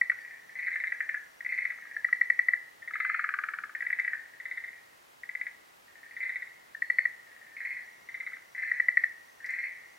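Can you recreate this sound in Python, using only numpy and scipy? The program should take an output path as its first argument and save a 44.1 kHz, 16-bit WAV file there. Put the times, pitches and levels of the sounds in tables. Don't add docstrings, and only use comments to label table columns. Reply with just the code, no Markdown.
import sys
import numpy as np
from scipy import signal
from scipy.fft import rfft, irfft, next_fast_len
from scipy.io import wavfile

SR = 44100
rng = np.random.default_rng(int(sys.argv[2]) if len(sys.argv) > 2 else 0)


def inscribe(sig):
    pcm = np.round(np.clip(np.atleast_2d(sig).T, -1, 1) * 32767)
    wavfile.write(sys.argv[1], SR, pcm.astype(np.int16))


N = 440118

# start_s, note_count, first_gap_ms,
# slowing_ms (per note), close_gap_ms, level_db (before the frog's trim), swell_db, fade_db, pitch_hz, frog
FROG_TRILLS = [(0.0128, 2, 84.4, 0, 0, -13.5, 0, 1.5, 1985, "near"),
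               (1.9648, 7, 79.8, 2.7, 50, -11.2, 12, 1.2, 1975, "near"),
               (6.7472, 4, 73.1, 6.2, 68, -11.8, 18.5, 0, 1994, "near"),
               (8.6308, 5, 83.2, 1.2, 66, -11.2, 11.5, 0, 1964, "near"),
               (0.6794, 6, 78.2, 2.1, 52, -16.8, 5, 1.3, 1862, "hoarse"),
               (3.7497, 5, 73.6, 5.6, 55, -17.5, 5.5, 0, 1880, "hoarse"),
               (1.4059, 5, 56.7, 3.2, 51, -16.2, 12, 2.5, 2045, "clear"),
               (3.8057, 4, 59.1, 4.5, 51, -15.3, 8, 0, 2030, "clear"),
               (5.2340, 4, 57.2, 2.3, 54, -19.3, 10.5, 0, 2040, "clear"),
               (0.5940, 5, 69, 0, 0, -27, 4, 0, 2100, "reeds"),
               (2.8204, 4, 54.8, 5.5, 0, -23, 14, 0, 2070, "reeds"),
               (4.3997, 5, 54.4, 3.4, 41, -25.5, 8, 4.5, 2085, "reeds"),
               (6.1650, 5, 64, 0, 0, -23.3, 7.5, 6.5, 2095, "reeds"),
               (8.0877, 5, 54.6, 4.3, 0, -25.5, 9, 5.5, 2120, "reeds"),
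               (2.9078, 16, 46.9, 0.24, 57, -16.2, 12, 7, 1745, "deep"),
               (1.6600, 4, 60, 4, 0, -38, 0, 2, 1760, "deep"),
               (8.1750, 5, 48, 0, 24, -37, 8, 0, 1800, "deep"),
               (0.5544, 5, 33, 5, 48, -23.2, 5.5, 1.5, 2030, "far"),
               (1.4474, 5, 43, 0, 34, -22, 4.5, 1, 2055, "far"),
               (2.9570, 6, 43, 2.2, 48, -20.5, 8, 4.5, 2020, "far"),
               (6.2044, 2, 47, 0, 66, -24, 0, 2, 2050, "far"),
               (7.5657, 5, 38.5, 7.8, 0, -21, 8, 7, 2035, "far"),
               (8.5484, 5, 31, 11, 36, -21.5, 6, 2.5, 2020, "far"),
               (9.4434, 5, 46, 1.5, 31, -21.5, 3, 1.5, 2015, "far"),
               (0.1870, 4, 60.5, 0, 0, -31, 4, 13, 1975, "faint"),
               (0.4930, 1, 0, 0, 0, -38.5, 0, 0, 1920, "faint"),
               (1.7785, 4, 43, 1.5, 0, -34.5, 5, 0, 1880, "faint"),
               (4.2543, 2, 81, 0, 0, -42.5, 1, 0, 1885, "faint"),
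               (4.7296, 1, 0, 0, 0, -39, 0, 0, 1937, "faint"),
               (5.8795, 4, 74.5, 2, 0, -35.5, 13, 0, 1945, "faint"),
               (7.2659, 6, 48, 1, 0, -43, 3, 0, 1915, "faint"),
               (9.4017, 1, 0, 0, 0, -41, 0, 0, 1785, "faint")]
# start_s, level_db (before the frog's trim), pitch_hz
DEEP_CLUCKS = [(0.1173, -24.5, 1840), (2.086, -29.5, 1720)]
# pitch_multiple, ring_ms, relative_db
NEAR_MODES = [(1, 2.294, 3.5), (.87, 1.8, -19.5), (1.1, 4.55, -27.5), (.66, 1.6, -27), (2.17, 1.24, -35)]
HOARSE_MODES = [(1.025, 1.62, 21.5), (1.075, 1, 10), (0.29, 1.8, -37), (1.276, 0.67, -24), (6.1, .8, -45)]
CLEAR_MODES = [(1, 2.06, 3.5), (0.864, 0.9, -18), (0.92, 1.5, -7.5), (1.85, 1.1, -29)]
DEEP_MODES = [(1.002, 1.34, 10), (.752, 1.8, 4.5), (1.149, 1.35, 5), (1.31, 0.79, -21.5),
              (1.76, 2.1, -27.5), (2.48, 1.3, -31)]
REEDS_MODES = [(0.97, 2.26, 0), (0.844, 1.8, -13), (1.8, 1.3, -27.5)]
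FAR_MODES = [(1, 1.87, 15.5), (0.878, 2.3, -16), (0.84, 4.2, -13), (1.2, 4.9, -11), (1, 1.8, -21),
             (2.1, 1.9, -21.5)]
FAINT_MODES = [(0.988, 2.224, -1.5), (1.136, 2.0, -10.5)]
FROG_PAN_DB = dict(near=3.1, hoarse=1.7, clear=3.9, deep=3.3, reeds=1.6, far=1.6, faint=1.2)
# frequency_hz, gain_db
BODY_RADIATION = [(700, -44), (1030, -21.5), (1200, 0)]
# frequency_hz, gain_db
REED_SCATTER = [(1000, -1), (1270, -3), (1500, -0.5), (1720, 4), (1950, -1.5), (2150, -3.5), (2520, 4.5),
                (2700, -3.5), (3600, 0), (4300, 3.5)]
# start_s, length_s, from_hz, to_hz, level_db
BIRD_WHISTLES = [(0.197, 0.04, 4570, 4630, -68), (6.07, 0.12, 4420, 4500, -76),
                 (6.791, 0.22, 4250, 4450, -67), (6.957, 0.12, 4400, 4410, -62),
                 (7.77, .09, 4000, 4600, -71)]
# start_s, level_db, pitch_hz
CLOSE_TICKS = [(3.9977, -48, 5430), (9.4608, -46, 5640), (9.5056, -49, 7700)]
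# start_s, end_s
FOCUS_SPANS = [(0, 2.48), (7.85, 13)]
# pitch_hz, level_db
WHINE_TONES = [(13486, -85.5), (6773, -91), (13906, -85)]
# frequency_hz, relative_db
AIR_SPECTRUM = [(15, -59), (25, -15.5), (102, -7.5), (148, -7), (211, -7), (361, -4.5), (392, -5),
                (437, -4.5), (620, -3.5), (955, -3.5), (1180, -3.5), (1780, -4), (2660, -6.5), (3130, -9),
                (15800, -17)]
# frequency_hz, side_minus_mid_db
AIR_SPREAD = [(60, -8), (110, -4.5), (200, 0), (380, 4), (700, 6), (1290, 6), (2380, 1.5), (4400, -2.5),
              (8120, -6), (15000, -22.5)]


def frog(notes, modes, pan_db, gap_ms, pulse_db, trim_db, wet_db, trunks_db, jitter, sag=0.014):
    track, t = np.zeros(N), seconds(.04)
    pulse = np.arange(len(pulse_db))
    for start, db, hz in notes:
        timing_draw, size_draw = rng.standard_normal((2, len(pulse)))
        gap_s = np.round(gap_ms * hz / 1000) / hz
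        onsets = gap_s * (pulse + jitter * timing_draw * (pulse > 0))
        sizes = undb(np.array(pulse_db) + size_draw)
        pitches = hz * (1 - sag * (pulse - pulse.mean()))
        note = sum(size * undb(mode_db) * ring(t - onset, pitch * multiple, ring_ms)
                   for onset, size, pitch in zip(onsets, sizes, pitches)
                   for multiple, ring_ms, mode_db in modes)
        add(track, start, note * undb(db + trim_db) / np.abs(note).max())
    return place(track, pan_db) + place(woods(track, wet_db, trunks_db), pan_db=1.1)


def ring(t, hz, ring_ms):
    t = np.maximum(t, 0)
    age = t * 1000 / ring_ms
    swell = (age * np.exp(1 - age)) ** 3
    return swell * np.sin(2 * np.pi * hz * t)


def trills(name, rise_notes, hz_per_db, close_db=-4, close_drop_hz=10, stutter_db=-20, waver=0.004):
    fade_power, scatter_db, stutter_s = 4.5, 0.4, 0.0132
    notes = []
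    for start, count, gap_ms, slowing_ms, close_ms, db, swell_db, fade_db, hz, caller in FROG_TRILLS:
        if caller != name:
            continue
        k = np.arange(round(count))
        times = start + (gap_ms * k + slowing_ms * k * (k - 1) / 2) / 1000
        fading = (k / max(k[-1], 1)) ** fade_power
        effort_db = -swell_db * np.exp(-k / rise_notes) - fade_db * fading
        level_draw, pitch_draw = rng.standard_normal((len(k), 2)).T
        pitches = (hz + hz_per_db * effort_db) * (1 + waver * pitch_draw)
        notes += zip(times, db + effort_db + scatter_db * level_draw, pitches)
        if close_ms > 0:
            close_s = times[-1] + close_ms / 1000
            last_db = db + effort_db[-1] + close_db
            last_hz = pitches[-1] - close_drop_hz
            notes += [(close_s + beat * stutter_s, last_db + beat * stutter_db, last_hz)
                      for beat in range(2)]
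    return notes


def chorus(lag_s=.00005):
    near = trills("near", rise_notes=0.95, hz_per_db=13, close_db=-2.2, close_drop_hz=45, stutter_db=-24)
    hoarse = trills("hoarse", rise_notes=1.5, hz_per_db=10, close_db=-1, close_drop_hz=115,
                    stutter_db=-10, waver=0.01)
    clear = trills("clear", rise_notes=1.6, hz_per_db=10, close_db=-2.8, close_drop_hz=30)
    deep = trills("deep", rise_notes=1.1, hz_per_db=3, close_db=-12, close_drop_hz=20, waver=0.022)
    reeds = trills("reeds", rise_notes=1.3, hz_per_db=9, close_db=-4, close_drop_hz=10, waver=0.01)
    far = trills("far", rise_notes=1.2, hz_per_db=8, close_db=-5.5, close_drop_hz=30, waver=0.016)
    faint = trills("faint", rise_notes=1.7, hz_per_db=4, waver=0.018)
    calls = frog(near, NEAR_MODES, FROG_PAN_DB["near"], gap_ms=3.1, pulse_db=[-1, 0],
                 trim_db=1, wet_db=-7, trunks_db=-16.5, jitter=0.031)
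    calls += frog(hoarse, HOARSE_MODES, FROG_PAN_DB["hoarse"], gap_ms=3.4, pulse_db=[-1, 0, -7],
                  trim_db=-1, wet_db=-2, trunks_db=-20, jitter=0.05)
    calls += frog(clear, CLEAR_MODES, FROG_PAN_DB["clear"], gap_ms=3.5, pulse_db=[0, -1],
                  trim_db=-1.5, wet_db=-3, trunks_db=-18.5, jitter=0.018)
    calls += frog(deep + DEEP_CLUCKS, DEEP_MODES, FROG_PAN_DB["deep"], gap_ms=2.45, pulse_db=[0, -2, -8],
                  trim_db=-3.5, wet_db=-6, trunks_db=-14.5, jitter=0.066)
    calls += frog(reeds, REEDS_MODES, FROG_PAN_DB["reeds"], gap_ms=4.6, pulse_db=[-1, 0, -3],
                  trim_db=1.5, wet_db=-1, trunks_db=-15, jitter=0.025)
    calls += frog(far, FAR_MODES, FROG_PAN_DB["far"], gap_ms=4, pulse_db=[0, 0, -4],
                  trim_db=-3, wet_db=5.5, trunks_db=-10.5, jitter=0.08)
    calls += frog(faint, FAINT_MODES, FROG_PAN_DB["faint"], gap_ms=4, pulse_db=[0, -1],
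                  trim_db=-.5, wet_db=4.5, trunks_db=-7, jitter=0.049)
    left, right = colour(calls, BODY_RADIATION)
    t = np.arange(N) / SR
    return np.array([np.interp(t - lag_s, t, left), right])


def woods(x, wet_db, trunks_db=-12, reeds_t60_s=.36, trunks_t60_s=1.17, trunks_hz=2080, side_db=-10):
    t = seconds(1.4)
    reeds, trunks = rng.standard_normal((2, 2, len(t)))
    reeds = colour(reeds, REED_SCATTER)
    trunks = signal.sosfilt(signal.butter(N=6, Wn=trunks_hz, fs=SR, output="sos"), trunks)
    reeds_fade, trunks_fade = (np.exp(-np.log(1000) * t / t60) for t60 in (reeds_t60_s, trunks_t60_s))
    build_up = 1 - np.exp(-(t / 0.0049) ** 2)
    mid, side = (reeds * reeds_fade + undb(trunks_db) * trunks * trunks_fade) * build_up
    paths = (mid + undb(side_db) * side * np.array([[1], [-1]])) / np.sqrt(np.sum(mid ** 2))
    return undb(wet_db) * signal.fftconvolve(x[None], paths, axes=1)[:, :N]


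def bird():
    track = np.zeros(N)
    for start, length, from_hz, to_hz, db in BIRD_WHISTLES:
        hz = np.linspace(from_hz, to_hz, int(length * SR))
        whistle = np.sin(2 * np.pi * np.cumsum(hz) / SR)
        add(track, start, undb(db) * signal.windows.tukey(len(hz), .4) * whistle)
    return track + woods(track, wet_db=-9)


def ticks(decay_s=0.0059):
    track, t = np.zeros(N), seconds(.03)
    for start, db, hz in CLOSE_TICKS:
        burst = rng.standard_normal(len(t)) * np.exp(-t / decay_s)
        burst = colour(burst, [(hz / 2, -14), (hz, 0), (hz * 1.7, -22)])
        add(track, start, burst * undb(db) / np.abs(burst).max())
    return track + woods(track, wet_db=-8)


def camera(slow_hz=5755, fast_hz=6240, step_s=0.024, steps_per_s=30, motor_db=-69, fast_share=0.19):
    track, t = np.zeros(N), seconds(step_s)
    for start, end in FOCUS_SPANS:
        for when in np.arange(start, end, 1 / steps_per_s):
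            speed_draw, size_draw = rng.random(2)
            hz = fast_hz if speed_draw < fast_share else slow_hz
            step = signal.windows.tukey(len(t), .4) * np.sin(2 * np.pi * hz * t)
            add(track, when, step * undb(motor_db - 6 * size_draw ** 2))
    whine = sum(undb(db) * np.sin(2 * np.pi * hz * np.arange(N) / SR) for hz, db in WHINE_TONES)
    return track + whine


def air(mid_db=-62):
    mid, side = (colour(noise, AIR_SPECTRUM) for noise in rng.standard_normal((2, N)))
    spread = colour(side, AIR_SPREAD) * np.array([[1], [-1]])
    return (mid + spread) * undb(mid_db) / mid.std()


def undb(db):
    return 10 ** (np.asarray(db) / 20)


def seconds(length):
    return np.arange(int(length * SR)) / SR


def add(track, start_s, sound):
    i = int(np.clip(start_s * SR, 0, N))
    track[i:i + len(sound)] += sound[:N - i]


def place(x, pan_db):
    return x * undb(np.array([[pan_db], [-pan_db]]) / 2)


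def colour(x, points):
    hz, db = np.transpose(points)
    size = next_fast_len(x.shape[-1], real=True)
    bin_hz = np.maximum(np.fft.rfftfreq(size, 1 / SR), 1)
    gain = undb(np.interp(np.log(bin_hz), np.log(hz), db))
    return irfft(rfft(x, size) * gain, size)[..., :x.shape[-1]]


def scene():
    return chorus() + bird() + ticks() + camera() + air()


def record(dry, top_hz=15850):
    return signal.sosfilt(signal.ellip(10, .2, 70, top_hz, fs=SR, output="sos"), dry)


dry = scene()
out = record(dry)
inscribe(out)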